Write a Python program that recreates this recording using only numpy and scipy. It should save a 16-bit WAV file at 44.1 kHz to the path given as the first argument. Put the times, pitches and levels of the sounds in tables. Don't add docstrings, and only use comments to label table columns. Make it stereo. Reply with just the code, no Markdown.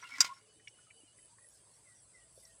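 import sys
import numpy as np
from scipy import signal
from scipy.fft import rfft, irfft, next_fast_len
from scipy.io import wavfile
from scipy.ndimage import uniform_filter1d, map_coordinates

SR = 44100
rng = np.random.default_rng(int(sys.argv[2]) if len(sys.argv) > 2 else 0)


def dump(signal):
    limited = np.clip(np.atleast_2d(signal).T, -1, 1)
    pcm = np.round(limited * 32767).astype(np.int16)
    wavfile.write(sys.argv[1], SR, pcm)


N = 114660
TIME = np.arange(N) / SR


def amp(db):
    return 10 ** (np.asarray(db) / 20)


def unit(x):
    return x / np.sqrt(np.mean(x ** 2) + 1e-20)


def along(points, hz):
    point_hz, values = np.transpose(points)
    return np.interp(np.log(hz + 1), np.log(point_hz + 1), values)


def curves(rows):
    seconds, *columns = np.transpose(rows)
    return [np.interp(TIME, seconds, column) for column in columns]


def wobble(rate):
    knots = rng.standard_normal(int(N * rate / SR) + 4)
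    return map_coordinates(knots, [np.arange(N) * rate / SR])


def swell(start, length, sharp):
    phase = np.clip((TIME - start) / length, 0, 1)
    return np.sin(np.pi * phase).clip(0) ** sharp


def filtered(x, response):
    size = next_fast_len(N + SR // 2)
    return irfft(rfft(x, size) * response(np.fft.rfftfreq(size, 1 / SR)), size)[..., :N]


def narrow(hz, width_hz):
    return unit(filtered(rng.standard_normal(N), lambda f: np.exp(-((f - hz) / width_hz) ** 2)))


def pan(db):
    return amp([[db / 2], [-db / 2]])


def ports(x, lean, lead):
    side = np.array([[.5], [-.5]])
    return filtered(x, lambda hz: amp(side * along(lean, hz)) * np.exp(1j * side * along(lead, hz)))


CRASH_ALIKE = 0.864


def metal_noise(spectrum):
    shared, left, right = filtered(rng.standard_normal((3, N)), lambda hz: amp(along(spectrum, hz)))
    own = np.array([left, right])
    return unit(np.sqrt(CRASH_ALIKE) * shared + np.sqrt(1 - CRASH_ALIKE) * own)


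# frequency in Hz, likeness from 0 to 1.
AIR_ALIKE = [(60, 0.88), (240, 0.69), (950, 0.039)]
# frequency in Hz, left minus right in dB.
AIR_LEAN = [(300, 0.46), (8000, 7.6), (13000, 3.064)]


def rush(spectrum, patchy_db):
    hz, _, bins = signal.stft(rng.standard_normal((2, N)), SR, nperseg=512)
    patches = uniform_filter1d(rng.standard_normal(bins.shape[1:]), size=2, axis=0)
    patches = unit(uniform_filter1d(patches, size=8, axis=1))
    steadier_bass = (hz / (hz + 300))[:, None]
    pair = signal.istft(bins * amp(patchy_db * patches * steadier_bass), nperseg=512)[1][:, :N]

    def mid_and_side(hz):
        turn = np.arccos(np.clip(along(AIR_ALIKE, hz), 0, 1)) / 2
        return amp(along(spectrum, hz)) * [np.cos(turn), np.sin(turn)]

    mid, side = filtered(pair, mid_and_side)
    both = ports(np.array([mid + side, mid - side]), AIR_LEAN, [(1, 0)])
    return both / np.std(both.mean(axis=0))


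RISE_S = 0.00064


def ring(modes, scatter_db):
    t = np.arange(SR // 2) / SR
    out = np.zeros(len(t))
    for hz, db, t60 in modes:
        level_db = db + scatter_db * rng.standard_normal()
        out += amp(level_db - 60 * t / t60) * np.sin(2 * np.pi * hz * t)
    return out * (1 - np.exp(-t / RISE_S))


# start in seconds, handle ring, pail ring and crash levels in dB.
BLOWS = [(0.028, -69, -50.5, -61), (0.138, -66, -54, -54.5), (.183, -52, -48, -42.5),
         (0.2029, -32.5, -59, -43.5), (0.2053, -10, -36.5, -16.5), (0.2125, -19, -51, -27),
         (0.246, -41.5, -43.5, -35)]
# frequency in Hz, relative level in dB, 60 dB decay in seconds.
HANDLE = [(3796, -21.5, 0.0628), (4876, 0, 0.03), (5188, -14, .03), (5754, -5, 0.038), (6098, -3, 0.022),
          (7350, -5, .03), (8300, -9, .02), (12683, -20, 0.021), (14715, -26, .045)]
# frequency in Hz, relative level in dB, 60 dB decay in seconds.
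PAIL = [(994.6, -5.5, 0.1), (1080, -0.5, 0.081), (1406.7, 1.5, 0.0747), (1460, -5, 0.052),
        (1676, -1, 0.065), (2005.7, -3, 0.077), (2117.4, -1, .12), (2238, 1.5, 0.079)]
# frequency in Hz, relative level in dB.
CRASH = [(250, -60.5), (722, -41.5), (1400, -14.5), (4120, -20.5), (4860, -3.5), (7540, -10.5),
         (9580, -24.5), (15100, -30), (16000, -62)]
CRASH_T60, CRASH_TAIL_T60, CRASH_TAIL_DB = 0.035, 0.14, -22


def blows():
    rings, crash_gain = np.zeros(N + SR), np.zeros(N + SR)
    t = np.arange(SR // 2) / SR
    crash_decay = amp(-60 * t / CRASH_T60) + amp(CRASH_TAIL_DB - 60 * t / CRASH_TAIL_T60)
    for start, handle_db, pail_db, crash_db in BLOWS:
        span = slice(round(start * SR), round(start * SR) + len(t))
        rings[span] += amp(handle_db) * ring(HANDLE, scatter_db=0.5)
        rings[span] += amp(pail_db) * ring(PAIL, scatter_db=3)
        crash_gain[span] += amp(crash_db) * crash_decay
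    return rings[:N] + crash_gain[:N] * amp(3 * wobble(250)) * metal_noise(CRASH)


# time in seconds, excited pail level in dB, rasp level in dB.
SCRAPE = [(.02, -62.5, -62.5), (.032, -54, -62), (.16, -50, -58), (.26, -51, -46), (.3, -56, -61.5),
          (.45, -78.5, -83.5)]
# frequency in Hz, relative level in dB.
RASP = [(600, -18.5), (2300, -1), (7500, -9), (15000, -27.5)]


def scrape():
    body_db, rasp_db = curves(SCRAPE)
    grains = rng.standard_normal(N) * amp(8.3 * wobble(120))
    body = unit(signal.fftconvolve(grains, ring(PAIL, scatter_db=2.5))[:N])
    rasp = amp(rasp_db + 2.9 * wobble(150)) * metal_noise(RASP)
    rubbing = np.arange(N) < SCRAPE[-1][0] * SR
    return (amp(body_db) * body + rasp) * rubbing


# start in seconds, length in seconds, pitch in Hz, level in dB.
SQUEALS_AND_THUDS = [(0.011, 0.029, 5770, -58), (0.0392, 0.0482, 2790, -56), (0.1095, 0.051, 2230, -47.5),
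                     (0.138, 0.04, 2000, -45.5), (0.122, 0.04, 265, -64.5), (.18, .034, 275, -56.5),
                     (0.0228, 0.039, 1382, -55), (0.0814, 0.103, 5330, -61.5), (0.176, 0.015, 1020.8, -44),
                     (0.3315, 0.0584, 5416, -65)]
BLUR = 0.039


def squeals_and_thuds():
    return sum(amp(db) * swell(start, length, sharp=0.32) * narrow(hz, BLUR * hz)
               for start, length, hz, db in SQUEALS_AND_THUDS)


# time in seconds, lower pail mode in dB, upper pail mode in dB.
SING = [(.2455, -43, -38), (0.283, -57, -55), (.297, -41.5, -50.5), (.325, -62.5, -39.5),
        (.345, -72, -67.5), (.4, -79, -67)]


def sing():
    t = TIME - SING[0][0]
    swinging = (t > 0) * (t < SING[-1][0] - SING[0][0])
    tones = sum(amp(db) * np.sin(2 * np.pi * mode[0] * t) for db, mode in zip(curves(SING), PAIL))
    return tones * swinging


# frequency in Hz, left minus right in dB.
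LEAN = [(300, -1.5), (2400, 0), (4800, 6), (8000, -3.5), (13000, 1.5)]
# frequency in Hz, left minus right in radians.
LEAD = [(900, -0.85), (2500, -1.16), (4400, 0.81), (7000, 1.49)]


def pail():
    return ports(blows() + scrape() + squeals_and_thuds() + sing(), LEAN, LEAD)


# start in seconds, level in dB, resonance in Hz, left minus right in dB.
TICKS = [(.56, -58, 328, 0.5), (.597, -58.5, 1887, -7.5), (.673, -41.5, 2257, 5), (.674, -43.5, 2872, -10),
         (.68, -51, 5604, 16.5), (0.786, -57, 1450, -7.5), (.904, -47.5, 2333, -11),
         (1.034, -55.5, 301.7, 2.5), (1.186, -58.5, 1995, -2.5), (1.383, -61.5, 1094, 10),
         (1.384, -59, 1824, 3.5), (2.376, -53.5, 529.4, -10.5), (2.451, -51.5, 5600, 13.5)]
TICK_T60, TICK_SHORTENS = 0.0468, 0.197
TICK_NOISE = 0.563


def ticks():
    out, t = np.zeros((2, N + SR)), np.arange(SR // 4) / SR
    for start, db, hz, pan_db in TICKS:
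        rough = 1 + TICK_NOISE * wobble(0.5863 * hz)[:len(t)]
        decay = amp(db - 60 * t / TICK_T60 * (hz / 1000) ** TICK_SHORTENS)
        tick = decay * np.sin(2 * np.pi * hz * t) * rough * (1 - np.exp(-t / 0.00125))
        first = round(start * SR)
        out[:, first:first + len(t)] += pan(pan_db) * tick
    return out[:, :N]


# start in seconds, length in seconds, final pitch in Hz, level in dB.
WHISTLES = [(1.854, .1, 1898, -67), (2.134, 0.095, 1873, -66), (2.427, 0.0904, 1825, -69)]
DROP_HZ, DROP_S, WHISTLE_PAN_DB = 260.8, .035, 7.5


def bird():
    notes = np.zeros(N)
    for start, length, hz, db in WHISTLES:
        pitch = hz + DROP_HZ * np.exp(-np.abs(TIME - start) / DROP_S)
        level = amp(db - 60 * (TIME - start).clip(0) + 3.5 * wobble(90))
        notes += level * swell(start, length, sharp=0.12) * np.sin(2 * np.pi * np.cumsum(pitch) / SR)
    tail = rng.standard_normal((2, SR // 4)) * amp(-60 * TIME[:SR // 4] / 0.15)
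    tail /= np.linalg.norm(tail[0])
    echo = signal.fftconvolve(notes[None], tail, axes=1)[:, :N]
    return pan(WHISTLE_PAN_DB) * (notes + amp(1) * echo)


# start in seconds, length in seconds, pitch in Hz, level in dB.
NOTES = [(0.415, 0.229, 433.3, -74), (0.95, 0.055, 457, -73), (1.296, 0.0528, 923, -70),
         (1.4, 0.07, 1918, -74), (2.259, 0.32, 649, -79.5), (1.735, 0.04, 5650, -72),
         (1.95, .06, 5780, -74), (2.136, 0.0335, 5440, -73), (0.867, 0.0363, 1290, -76.5)]
NOTE_BLUR = 0.0412


def far_notes():
    notes = sum(amp(db) * swell(start, length, sharp=0.27) * narrow(hz, NOTE_BLUR * hz)
                for start, length, hz, db in NOTES)
    return pan(8.13) * notes


# time in seconds, level in dB.
CRICKET = [(.36, -82), (.5, -73), (1.12, -70.5), (1.15, -86.5), (1.2, -74.5), (1.3, -78)]
CRICKET_HZ, CRICKET_RISE_HZ_PER_S, CRICKET_PAN_DB = 2891, 69, 8


def cricket():
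    pitch = CRICKET_HZ + CRICKET_RISE_HZ_PER_S * TIME + 60 * wobble(60)
    level = amp(curves(CRICKET)[0] + 3.2 * wobble(80)) * (TIME < CRICKET[-1][0])
    return pan(CRICKET_PAN_DB) * level * np.sin(2 * np.pi * np.cumsum(pitch) / SR)


# end in seconds, level in dB.
BUZZ = [(.81, -78), (1.035, -70.5), (1.27, -65), (1.509, -63.5), (2.449, -67), (2.68, -63)]
BUZZ_HZ, BUZZ_WIDTH_HZ, BUZZ_PAN_DB = 10150, 160, 13
BUZZ_RATE, BUZZ_SHARP = 102, .8
BUZZ_SWELL_S, BUZZ_REST_DB = 0.1463, -82.5


def buzz():
    pulses = np.exp(BUZZ_SHARP * np.cos(2 * np.pi * np.cumsum(BUZZ_RATE + 2 * wobble(5)) / SR))
    level = np.full(N, amp(BUZZ_REST_DB))
    for end, db in BUZZ:
        rise = np.clip(1 + (TIME - end) / BUZZ_SWELL_S, 0, 1) ** 1.02
        stop = np.clip((end - TIME) / 0.00516, 0, 1)
        level += amp(db) * rise * stop
    return pan(BUZZ_PAN_DB) * level * unit(pulses * narrow(BUZZ_HZ, BUZZ_WIDTH_HZ))


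# time in seconds, level in dB.
CHORUS = [(0.5, -70.5), (1.36, -66.5), (2.6, -65)]
# frequency in Hz, relative level in dB.
INSECTS = [(6800, -34.5), (7500, -3), (8400, 1), (9300, -6), (10200, -1.5), (10600, -40)]


def chorus():
    return amp(curves(CHORUS)[0] + 1.1 * wobble(33)) * rush(INSECTS, patchy_db=1)


# start in seconds, length in seconds, level in dB.
HISS_SWELLS = [(1.46, 0.1714, -72.5), (1.595, 0.45, -79), (2.307, 0.2404, -66.5)]
# frequency in Hz, relative level in dB.
HISS = [(2500, -35), (4500, -1), (10000, -5), (15400, -16), (16000, -58)]


def hiss_swells():
    level = sum(amp(db) * swell(start, length, sharp=0.87) for start, length, db in HISS_SWELLS)
    return level * amp(1.5 * wobble(150)) * rush(HISS, patchy_db=7.5)


# frequency in Hz, level halfway through in dB, growth in dB per second.
HUM = [(55, -85.5, 6.5), (109.7, -82, 3)]


def hum():
    from_middle = (np.arange(N) - N / 2) / SR
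    return sum(amp(db + growth_db * from_middle) * narrow(hz, 8.6) for hz, db, growth_db in HUM)


# frequency in Hz, relative level in dB.
FIELD = [(20, -32), (55, -9), (115, 1.5), (253, -11), (560, -6.5), (850, -11.5), (4100, -18), (4750, -11.5),
         (5400, -18.5), (6300, -13.5), (10300, -27), (10700, -53), (14500, -39.5)]
FIELD_DB = -70.5


def wash():
    return amp(FIELD_DB) * rush(FIELD, patchy_db=4.5)


def scene():
    near = pail() + ticks()
    animals = bird() + far_notes() + cricket() + buzz() + chorus()
    return near + animals + hiss_swells() + hum() + wash()


TOP_HZ = 16400


def record(dry):
    return filtered(dry, lambda hz: (hz < TOP_HZ) * 1j * hz / (40 + 1j * hz))


dry = scene()
out = record(dry)
dump(out)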